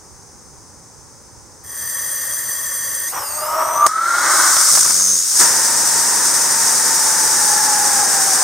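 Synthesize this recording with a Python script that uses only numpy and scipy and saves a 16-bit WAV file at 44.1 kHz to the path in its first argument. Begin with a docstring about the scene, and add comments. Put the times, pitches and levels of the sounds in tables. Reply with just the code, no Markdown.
"""A gas hiss with gliding resonances gives way to a howl, a bang, whistling, sputter and a steady hissing roar.
A small gas-fed rocket engine is fired on a stand in a garden, a few metres from two microphones.
Flow noise excites the chamber, whose resonances glide as lighter fuel mixes in; flames and jet are coloured
noise with resonances, the singing flame is a wavering sine, the chugs are filtered pulses, and the pops are
decaying noise. Steady microphone hiss, a low rumble and a thin whine lie behind."""
import sys
import numpy as np
from scipy import signal
from scipy.fft import rfft, irfft, next_fast_len
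from scipy.io import wavfile
from scipy.ndimage import map_coordinates

SR = 44100
rng = np.random.default_rng(int(sys.argv[2]) if len(sys.argv) > 2 else 0)


def digitize_waveform(pressure):
    """Quantize a signal to 16-bit integers and store it at the path in sys.argv[1].

    Rows of a 2-D input are taken as channels; values are limited to [-1, 1].
    """
    field = np.atleast_2d(pressure).T
    bounded = np.clip(field, -1, 1)
    quanta = np.round(bounded * 32767).astype(np.int16)
    wavfile.write(sys.argv[1], SR, quanta)


N = 371763

# gas mixture in the chamber: time_s, sound_speed (relative to the first gas)
GAS_MIXTURE = [(3.08, 1), (3.15, 1.82), (3.25, 1.54), (3.35, 1.36), (3.47, 1.61), (3.65, 1.76), (3.8, 1.87),
               (3.87, 2.03)]
# noise of the flame at the nozzle, also the thud of the pops: frequency_hz, density_db (per Hz, relative)
FLAME_SPECTRUM = [(20, -55), (100, -27), (220, -15.5), (330, -6.5), (480, -9), (900, 1), (1250, 4.5),
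                  (1550, -1.5), (2100, -8), (2600, -15), (6000, -29)]
# exhaust hiss, also the crack of the pops: frequency_hz, density_db (per Hz, relative)
JET_SPECTRUM = [(200, -88), (1500, -16.5), (2500, -24), (3100, -24), (3700, -15.5), (4300, -15.5),
                (4900, -4), (5700, 0), (6600, 0.5), (7350, -3.5), (8700, 2), (9400, -1.5), (10400, -13),
                (13500, -12.5), (15700, -19)]
# stages (s): valve opens, flame lights, flame snaps inside, chugging starts and ends, full thrust
VALVE_S, LIGHT_S, BANG_S, CHUG_S, SMOOTH_S, THRUST_S = 1.635, 3.11, 3.872, 4.71, 5.24, 5.388
# pressure overshoots on reaching full burn, then settles with this time constant
SURGE_S = 0.073


def exhaust(throb):
    """Turbulent jet noise: it vents after the bang, swells, sags, recovers and surges, roughened by eddies."""
    # strength of the jet before full thrust: swells, sags through the chugging, recovers: time_s, level_db
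    jet_strength = [(3.95, -34), (4.368, -14.5), (4.814, -12), (4.838, -13.5), (5.068, -17.5),
                    (5.244, -19.5), (5.38, -14)]
    blowdown_db, thrust_db, surge_db = -25, -15.5, 7.5
    full = ramp(THRUST_S, length_s=.01)
    venting = amp(blowdown_db) * settling(BANG_S, time_s=0.022)
    early = amp(curve(jet_strength)) + venting
    starting = (ramp(BANG_S) - full) * early * throb * amp(0.63 * wobble(50))
    thrust = full * amp(thrust_db + surge_db * settling(THRUST_S, SURGE_S) + 0.63 * wobble(40))
    eddies = amp(0.05 + 0.41 * wobble(600))
    return rush(JET_SPECTRUM) * (starting + thrust) * eddies


def roar():
    """Turbulent combustion gives broad noise; a resonance gives a hollow note with a weaker near-octave."""
    # combustion noise: frequency_hz, density_db (per Hz, relative)
    roar_spectrum = [(25, -45), (60, -31), (160, -10.5), (260, -10), (560, -7.5), (660, -10), (880, -2),
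                     (1090, -4), (1800, -3.5), (2050, -10.5), (2420, -17), (3200, -23), (5000, -33)]
    # the exhaust's hollow note, sinking overall as thrust falls: time_s, pitch_hz
    hollow_note = [(5.43, 962), (5.6, 905), (6.2, 948), (7.12, 878.3), (7.6, 844), (8.43, 764)]
    roar_db, growth_db_per_s, overshoot_db = -26.5, .5, 10.5
    # the note swells as it passes through a resonance
    note_base_db, peak_hz, peak_width_hz, peak_db = -34.5, 820, 58, 9
    caught = ramp(THRUST_S, length_s=0.023)
    creeping = amp(-4) * ramp(SMOOTH_S, length_s=0.2) * (1 - caught)
    surge_db = overshoot_db * settling(THRUST_S, SURGE_S)
    body_db = roar_db + growth_db_per_s * since(THRUST_S) + 0.23 * wobble(30)
    body = rush(roar_spectrum) * amp(body_db) * (creeping + caught * amp(surge_db))

    pitch_hz = curve(hollow_note)
    wavering_hz = pitch_hz * (1 + 0.01875 * wobble(70))
    core = np.sqrt(2) * np.sin(phase_of(wavering_hz))  # the steadier part of the note
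    breathy = narrow(pitch_hz, width_hz=50)
    octave = narrow(2.03 * pitch_hz, width_hz=54)
    note = amp(-4) * breathy + amp(-1.5) * core + amp(-6.0) * octave
    swell_db = peak_db * np.exp(-((pitch_hz - peak_hz) / peak_width_hz) ** 2)
    return body + note * caught * amp(note_base_db + swell_db + surge_db / 2)


def cold_gas():
    """Flow noise excites the chamber; resonant frequency rises in proportion to the speed of sound."""
    # lengthwise resonances at unit sound speed: frequency_hz, width_hz, peak_db (over the flow noise)
    chamber_modes = [(542, 40, 17.5), (1834, 95, 16), (3260, 90, 19), (4670, 170, 11.5), (6060, 145, 15),
                     (7560, 55, 21), (8980, 140, 18.5)]
    # resonances of the fittings, which stay put; fast gas flattens them: frequency_hz, width_hz, peak_db
    fitting_modes = [(1122, 52, 13), (5040, 45, 3), (6510, 70, 9), (8400, 90, 8), (9510, 100, 14.5),
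                     (10080, 120, 14.5), (11000, 230, 13.5), (12050, 120, 12), (12800, 120, 7),
                     (13940, 230, 12)]
    # cold flow noise: frequency_hz, density_db (per Hz, relative)
    flow_spectrum = [(100, -20), (400, -12.5), (950, -5), (1550, 1.5), (2050, 1.5), (2350, -13.5),
                     (4150, -11.5), (4650, -5.5), (6000, 0.5), (9000, 0.5), (11500, -10.5), (13200, 5),
                     (14400, 3.5), (15600, -20)]
    # wall losses take the ring out of the highest resonances: frequency_hz, share (that rings)
    ring_share = [(9300, 0.99), (11000, 0.047), (13000, .05)]
    # left-right likeness of the cold flow: frequency_hz, likeness
    gas_alike = [(60, 0.12), (150, 0.25), (380, 0.9), (950, 0.99), (2380, 1.0), (5980, 0.87), (15000, 0.35)]
    gas_db, thin_gas_db = -23, -2.5  # level in the first gas; change per unit of relative sound speed

    def gain(hz, t):
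        speed = np.interp(t, *np.transpose(GAS_MIXTURE))
        chamber = ringing(chamber_modes, hz / speed) ** along(ring_share, hz)
        return chamber * ringing(fitting_modes, hz) ** (1 / speed)

    flow = swept(rush(flow_spectrum, gas_alike), gain, size=1024)
    flow = with_tail(flow, tail_db=-3, t60=0.063)
    opening_db = -18 * settling(VALVE_S, time_s=.11)
    flow_db = gas_db + opening_db + thin_gas_db * (curve(GAS_MIXTURE) - 1)
    return flow * (ramp(VALVE_S) - ramp(BANG_S)) * amp(flow_db + 0.33 * wobble(25.13))


def soft_flame():
    """Flame noise excites modes at the nozzle: louder with more fuel, ringing more once the flame anchors."""
    # modes of the warm flame: frequency_hz, width_hz, peak_db (over the flame noise)
    flame_modes = [(644, 24, 24), (967, 27, 18), (1134, 27, 10), (1288, 86, 12.5)]
    soft_db, lean_loss_db, rich_speed = -19.5, 27, 1.733  # loss per unit of sound speed below a rich mixture
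    loose_db, loose_share = -7, 0.53  # until it anchors it is weaker and rings less
    cold_flat, warm_s = 0.23, 0.2  # modes start flat by this share and rise as it warms
    anchored = ramp(3.33, length_s=0.075)
    tuning = 1 - cold_flat * settling(LIGHT_S, warm_s)
    share = loose_share + (1 - loose_share) * anchored

    def gain(hz, t):
        now = np.minimum((t * SR).astype(int), N - 1)
        modes = ringing(flame_modes, hz / tuning[now]) ** share[now]
        # the ringing reshapes the flame noise without changing its power
        return modes / np.linalg.norm(modes * amp(along(FLAME_SPECTRUM, hz)), axis=0)

    lean_db = -lean_loss_db * np.maximum(rich_speed - curve(GAS_MIXTURE), 0)
    flame_db = soft_db + loose_db * (1 - anchored) + lean_db
    burning = ramp(LIGHT_S, length_s=.03) - ramp(BANG_S)
    return swept(rush(FLAME_SPECTRUM), gain, size=4096) * burning * amp(flame_db + 1.3 * wobble(45))


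def hard_flame():
    """Confined turbulent combustion tears inside the chamber, then fades as growing flow pushes it out."""
    # flame inside the chamber: frequency_hz, density_db (per Hz, relative)
    hard_spectrum = [(30, -62), (130, -24), (250, -25.5), (340, -10.5), (450, -23.5), (560, -8.5),
                     (720, -11.5), (1150, 0), (1450, 0.5), (1800, -7.5), (2100, -8), (2450, -26),
                     (3000, -26), (3900, -15), (6000, -40)]
    burn = envelope(BANG_S, attack_s=.38, rise_db=14.5, hold_s=.19, fall_db_per_s=33.5)
    burn = burn * (1 - ramp(THRUST_S))
    flame = with_tail(rush(hard_spectrum), tail_db=-4.5, t60=0.075)
    return flame * burn * amp(-17 + 1.1 * wobble(90))


def singing():
    """Thermoacoustic locking of heat release to a chamber mode: a rising tone that pulses and wavers."""
    # singing before and after the bang: start_s, pitch_hz, glide_hz_per_s, level_db, attack_s, rise_db,
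    # hold_s, fall_db_per_s, flutter_hz, flutter_depth (0-1), jitter (share of pitch)
    flame_songs = [(3.747, 1153, 171, -9.5, 0.0835, 18, 0.037, 2600, 54.3, 0.27, 0.0113),
                   (3.88, 1267, 488.5, -17.5, 0.094, 8, 0.21, 220, 36.35, 0.56, 0.0099)]
    out = np.zeros(N)
    for start, hz, glide, db, attack_s, rise_db, hold_s, fall, flutter_hz, depth, jitter in flame_songs:
        pitch_hz = (hz + glide * since(start)) * (1 + jitter * wobble(120))
        flutter = np.cos(phase_of(flutter_hz * (1 + 0.283 * wobble(25))))
        tone = unit(np.sin(phase_of(pitch_hz)) * (1 + depth * flutter))
        out += amp(db) * envelope(start, attack_s, rise_db, hold_s, fall) * tone
    return out


def chugging():
    """Feed-coupled oscillation, ragged then locked: thumps, a squeal, and the swing driving flame and jet."""
    # one chug: frequency_hz, level_db (relative)
    thump_spectrum = [(25, -40), (60, -18), (100, -1), (195, 5), (300, -5), (550, 3), (800, -13),
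                      (1500, -20), (3000, -35)]
    slow_hz, fast_hz, peak_s, arch_s = 81.2, 99, 5.08, .1  # mean rate speeds up and slows again in one arch
    ragged, locked = 0.61, 0.026  # irregularity of the rate while sputtering, then once locked
    squeal_hz, sag_hz = 6730, 420  # the nozzle's squeal sags as the chugs speed up
    arch = np.exp(-((np.arange(N) / SR - peak_s) / arch_s) ** 2)
    irregular = ragged + (locked - ragged) * ramp(4.87, length_s=0.1)
    rate_hz = (slow_hz + (fast_hz - slow_hz) * arch) * np.exp(irregular * wobble(80))
    cycles = np.cumsum(rate_hz) / SR
    beats = np.diff(np.floor(cycles), prepend=0) * amp(1.5 * wobble(120))  # one pulse a cycle
    active = ramp(CHUG_S) - ramp(SMOOTH_S)
    strength = envelope(CHUG_S, attack_s=0.17, rise_db=-1.0, hold_s=0.25, fall_db_per_s=90) * active
    thumps = unit(filtered(beats, lambda hz: amp(along(thump_spectrum, hz)))) * amp(-40.5) * strength
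    squeal = narrow(squeal_hz - sag_hz * arch, width_hz=300) * amp(-15.5) * np.sqrt(arch) * active
    swing = active * np.cos(2 * np.pi * cycles)
    flare = amp(2 * arch)  # the flame is up to 2 dB stronger where the chugs are fastest
    return thumps, squeal, swing, flare


def pops():
    """Explosive pressure release: pockets of mixture give a thud and a crack, both decaying exponentially."""
    # sharp reports: start_s, thud_db, crack_db, t60_s
    reports = [(3.865, -7.5, -6, 0.029), (4.163, -20, -35, 0.018), (4.213, -22, -38, 0.018),
               (4.567, -10.5, -13, 0.02), (4.752, -15, -29, 0.023), (4.772, -16, -29, 0.049),
               (4.856, -19.5, -29, 0.076), (4.901, -21, -25, 0.088), (4.96, -33, -28, 0.023)]
    thud, crack = np.zeros((2, N + SR))
    t = np.arange(SR // 8) / SR
    for start_s, thud_db, crack_db, t60 in reports:
        decay = np.exp(-np.log(1000) * t / t60)
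        first = round(start_s * SR)
        thud[first:first + len(t)] += amp(thud_db) * decay
        crack[first:first + len(t)] += amp(crack_db) * decay
    return thud[:N] * rush(FLAME_SPECTRUM) + crack[:N] * rush(JET_SPECTRUM)


def feed_hiss():
    """Narrow-band flow noise: the fittings hiss thinly as the flow recovers from the bang."""
    flow = envelope(BANG_S, attack_s=.18, rise_db=22, hold_s=.25, fall_db_per_s=30)
    return narrow(np.full(N, 13800), width_hz=450) * amp(-45) * flow


def background():
    """Noise floor: steady microphone hiss, a thin whine, and a low rumble turned down from bang to full thrust."""
    # steady microphone hiss: frequency_hz, density_db (per Hz, relative)
    hiss_spectrum = [(25, -35), (100, -7.5), (200, -8), (370, -7.5), (560, -9), (680, -17), (800, -8),
                     (1000, -10), (1900, -20.5), (3000, -33.5), (4300, -25.5), (5000, -14.5), (6000, -10),
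                     (7500, -15.5), (9000, -12.5), (10500, -28), (15500, -31)]
    # low rumble: frequency_hz, density_db (per Hz, relative)
    rumble_spectrum = [(15, -30), (45, -8.5), (90, -2), (160, -7.5), (400, -48), (1000, -90)]
    # left-right likeness of the background: frequency_hz, likeness
    floor_alike = [(60, 0.14), (240, 0.44), (950, 0.84), (3770, 0.71), (15000, 0.08)]
    # faint electronic whine: frequency_hz, level_db (before the common cut of 4 dB below)
    whine_tones = [(5168, -59.5), (6272, -51), (6643, -57), (7381, -67), (7747, -78), (8118, -76),
                   (9222, -65)]
    rumble_base_db, gain_dip_db, late_db = -53, -12, -1  # change from bang to full thrust; change afterwards
    hiss = rush(hiss_spectrum, floor_alike) * amp(-44.74)
    rumble = rush(rumble_spectrum, floor_alike)
    gain_dip = ramp(BANG_S) - ramp(THRUST_S)
    rumble_db = rumble_base_db + gain_dip_db * gain_dip + late_db * ramp(THRUST_S)
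    rumble = unit(rumble * amp(2.3 * wobble(19))) * amp(rumble_db)
    t = np.arange(N) / SR
    whine = sum(np.sqrt(2) * amp(db) * np.sin(2 * np.pi * hz * t) for hz, db in whine_tones)
    return hiss + rumble + amp(-4.0) * whine


def amp(db):
    """Level to amplitude: 20 dB is a factor of ten."""
    return 10 ** (np.asarray(db) / 20)


def unit(x):
    """Power normalisation: scale so that the mid channel has rms 1."""
    return x / np.sqrt(np.mean(np.atleast_2d(x).mean(0) ** 2) + 1e-20)


def along(points, hz):
    """Interpolation of (frequency_hz, value) points on a log-frequency axis."""
    f, v = np.transpose(points)
    return np.interp(np.log(hz + 1), np.log(np.abs(f) + 1), v)


def curve(rows):
    """Linear interpolation of a (time_s, value) table, per sample."""
    return np.interp(np.arange(N) / SR, *np.transpose(rows))


def phase_of(pitch_hz):
    """Phase in radians is the running integral of frequency."""
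    return 2 * np.pi * np.cumsum(pitch_hz) / SR


def wobble(rate):
    """Slow random modulation: a smooth curve through random knots, rate of them a second."""
    return map_coordinates(rng.standard_normal(int(N * rate / SR) + 4), [np.arange(N) * rate / SR])


def filtered(x, response):
    """Linear filtering: the spectrum of x times a response of frequency."""
    m = next_fast_len(N + SR // 4)
    return irfft(rfft(x, m) * response(np.fft.rfftfreq(m, 1 / SR)), m)[..., :N]


def swept(x, gain, size):
    """Time-varying filtering: short-time spectra times gain(hz, seconds)."""
    hz, t, z = signal.stft(x, SR, nperseg=size)
    return unit(signal.istft(z * gain(hz[:, None], t), SR, nperseg=size)[1][:, :N])


def ringing(modes, hz):
    """Resonance: the gain of peaks whose powers add to a flat bed."""
    power = 1
    for centre, width, db in modes:
        power = power + amp(db) ** 2 / (1 + (2 * (hz - centre) / width) ** 2) ** 1.15
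    return np.sqrt(power)


def rush(spectrum, alike=None):
    """Partial coherence: coloured stereo noise, partly alike at the two microphones."""
    # left-right likeness of the engine's noise: frequency_hz, likeness
    usual_alike = [(60, .3), (130, 0.71), (290, 0.54), (640, 0.76), (1410, 0.94), (3100, 1), (5000, 0.66),
                   (8500, 0.54), (15000, 0.083)]
    likeness = usual_alike if alike is None else alike

    def response(hz):
        turn = np.arccos(np.clip(along(likeness, hz), -1, 1)) / 2
        return amp(along(spectrum, hz)) * [np.cos(turn), np.sin(turn)]

    mid, side = filtered(rng.standard_normal((2, N)), response)
    return unit(np.array([mid + side, mid - side]))


def narrow(pitch_hz, width_hz):
    """Quadrature modulation: low-passed noise carried to one moving resonance."""
    drift = filtered(rng.standard_normal((2, N)), lambda hz: 1 / (1 + (hz / width_hz) ** 2))
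    phase = phase_of(pitch_hz)
    return unit(drift[0] * np.cos(phase) + drift[1] * np.sin(phase))


def with_tail(x, tail_db, t60):
    """Short diffuse tail: brief random echoes, stronger in the treble, give the colour a fine ripple."""
    t = np.arange(SR // 8) / SR
    tails = rng.standard_normal((3, len(t))) * np.exp(-np.log(1000) * t / t60)
    tails = tails[0] + .5 * tails[1:]  # the two channels share most of the tail
    tails /= np.linalg.norm(tails, axis=1, keepdims=True)
    echoes = signal.fftconvolve(x, tails, axes=1)[:, :N]
    echoes = filtered(echoes, lambda hz: amp(along([(2000, -8.0), (4500, 2.5)], hz)))
    return unit(x + amp(tail_db) * echoes)


def since(start):
    """Elapsed time: seconds since a moment, zero before it."""
    return np.maximum(np.arange(N) / SR - start, 0)


def ramp(start, length_s=0.0043):
    """Linear onset from 0 to 1, beginning at start."""
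    return np.minimum(since(start) / max(length_s, 1 / SR), 1)


def envelope(start, attack_s, rise_db, hold_s, fall_db_per_s):
    """Exponential growth and decay: switches on, moves rise_db to full gain, holds, then dies away."""
    growth_db = rise_db * (ramp(start, attack_s) - 1)
    fall_db = abs(fall_db_per_s) * since(start + attack_s + hold_s)
    return ramp(start) * amp(growth_db - fall_db)


def settling(start, time_s):
    """Exponential relaxation: 1 until start, then towards 0."""
    return np.exp(-since(start) / time_s)


def scene():
    """Superposition: the whole firing is the sum of its sources, with the chugs swinging flame and jet."""
    thumps, squeal, swing, flare = chugging()
    inner_flame = hard_flame() * flare * (1 + .5 * swing)
    throb = 1 + .2 * swing
    flames = soft_flame() + singing() + inner_flame
    start_up = cold_gas() + flames + feed_hiss() + squeal * throb + thumps + pops()
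    return exhaust(throb) + roar() + start_up + background()


def record(dry):
    """Transduction: two microphones of differing colour, clipped at full scale and limited in band."""
    # balance of the microphones: frequency_hz, left_minus_right_db
    mic_balance = [(60, -9), (150, -3.5), (380, -1.0), (950, 1), (2380, -0.5), (5980, 1.0), (15000, 2)]
    halves = np.array([[.5], [-.5]])
    heard = filtered(dry, lambda hz: amp(along(mic_balance, hz) * halves))
    return filtered(np.clip(heard, -1, 1), lambda hz: hz < 15800)


dry = scene()
out = record(dry)
digitize_waveform(out)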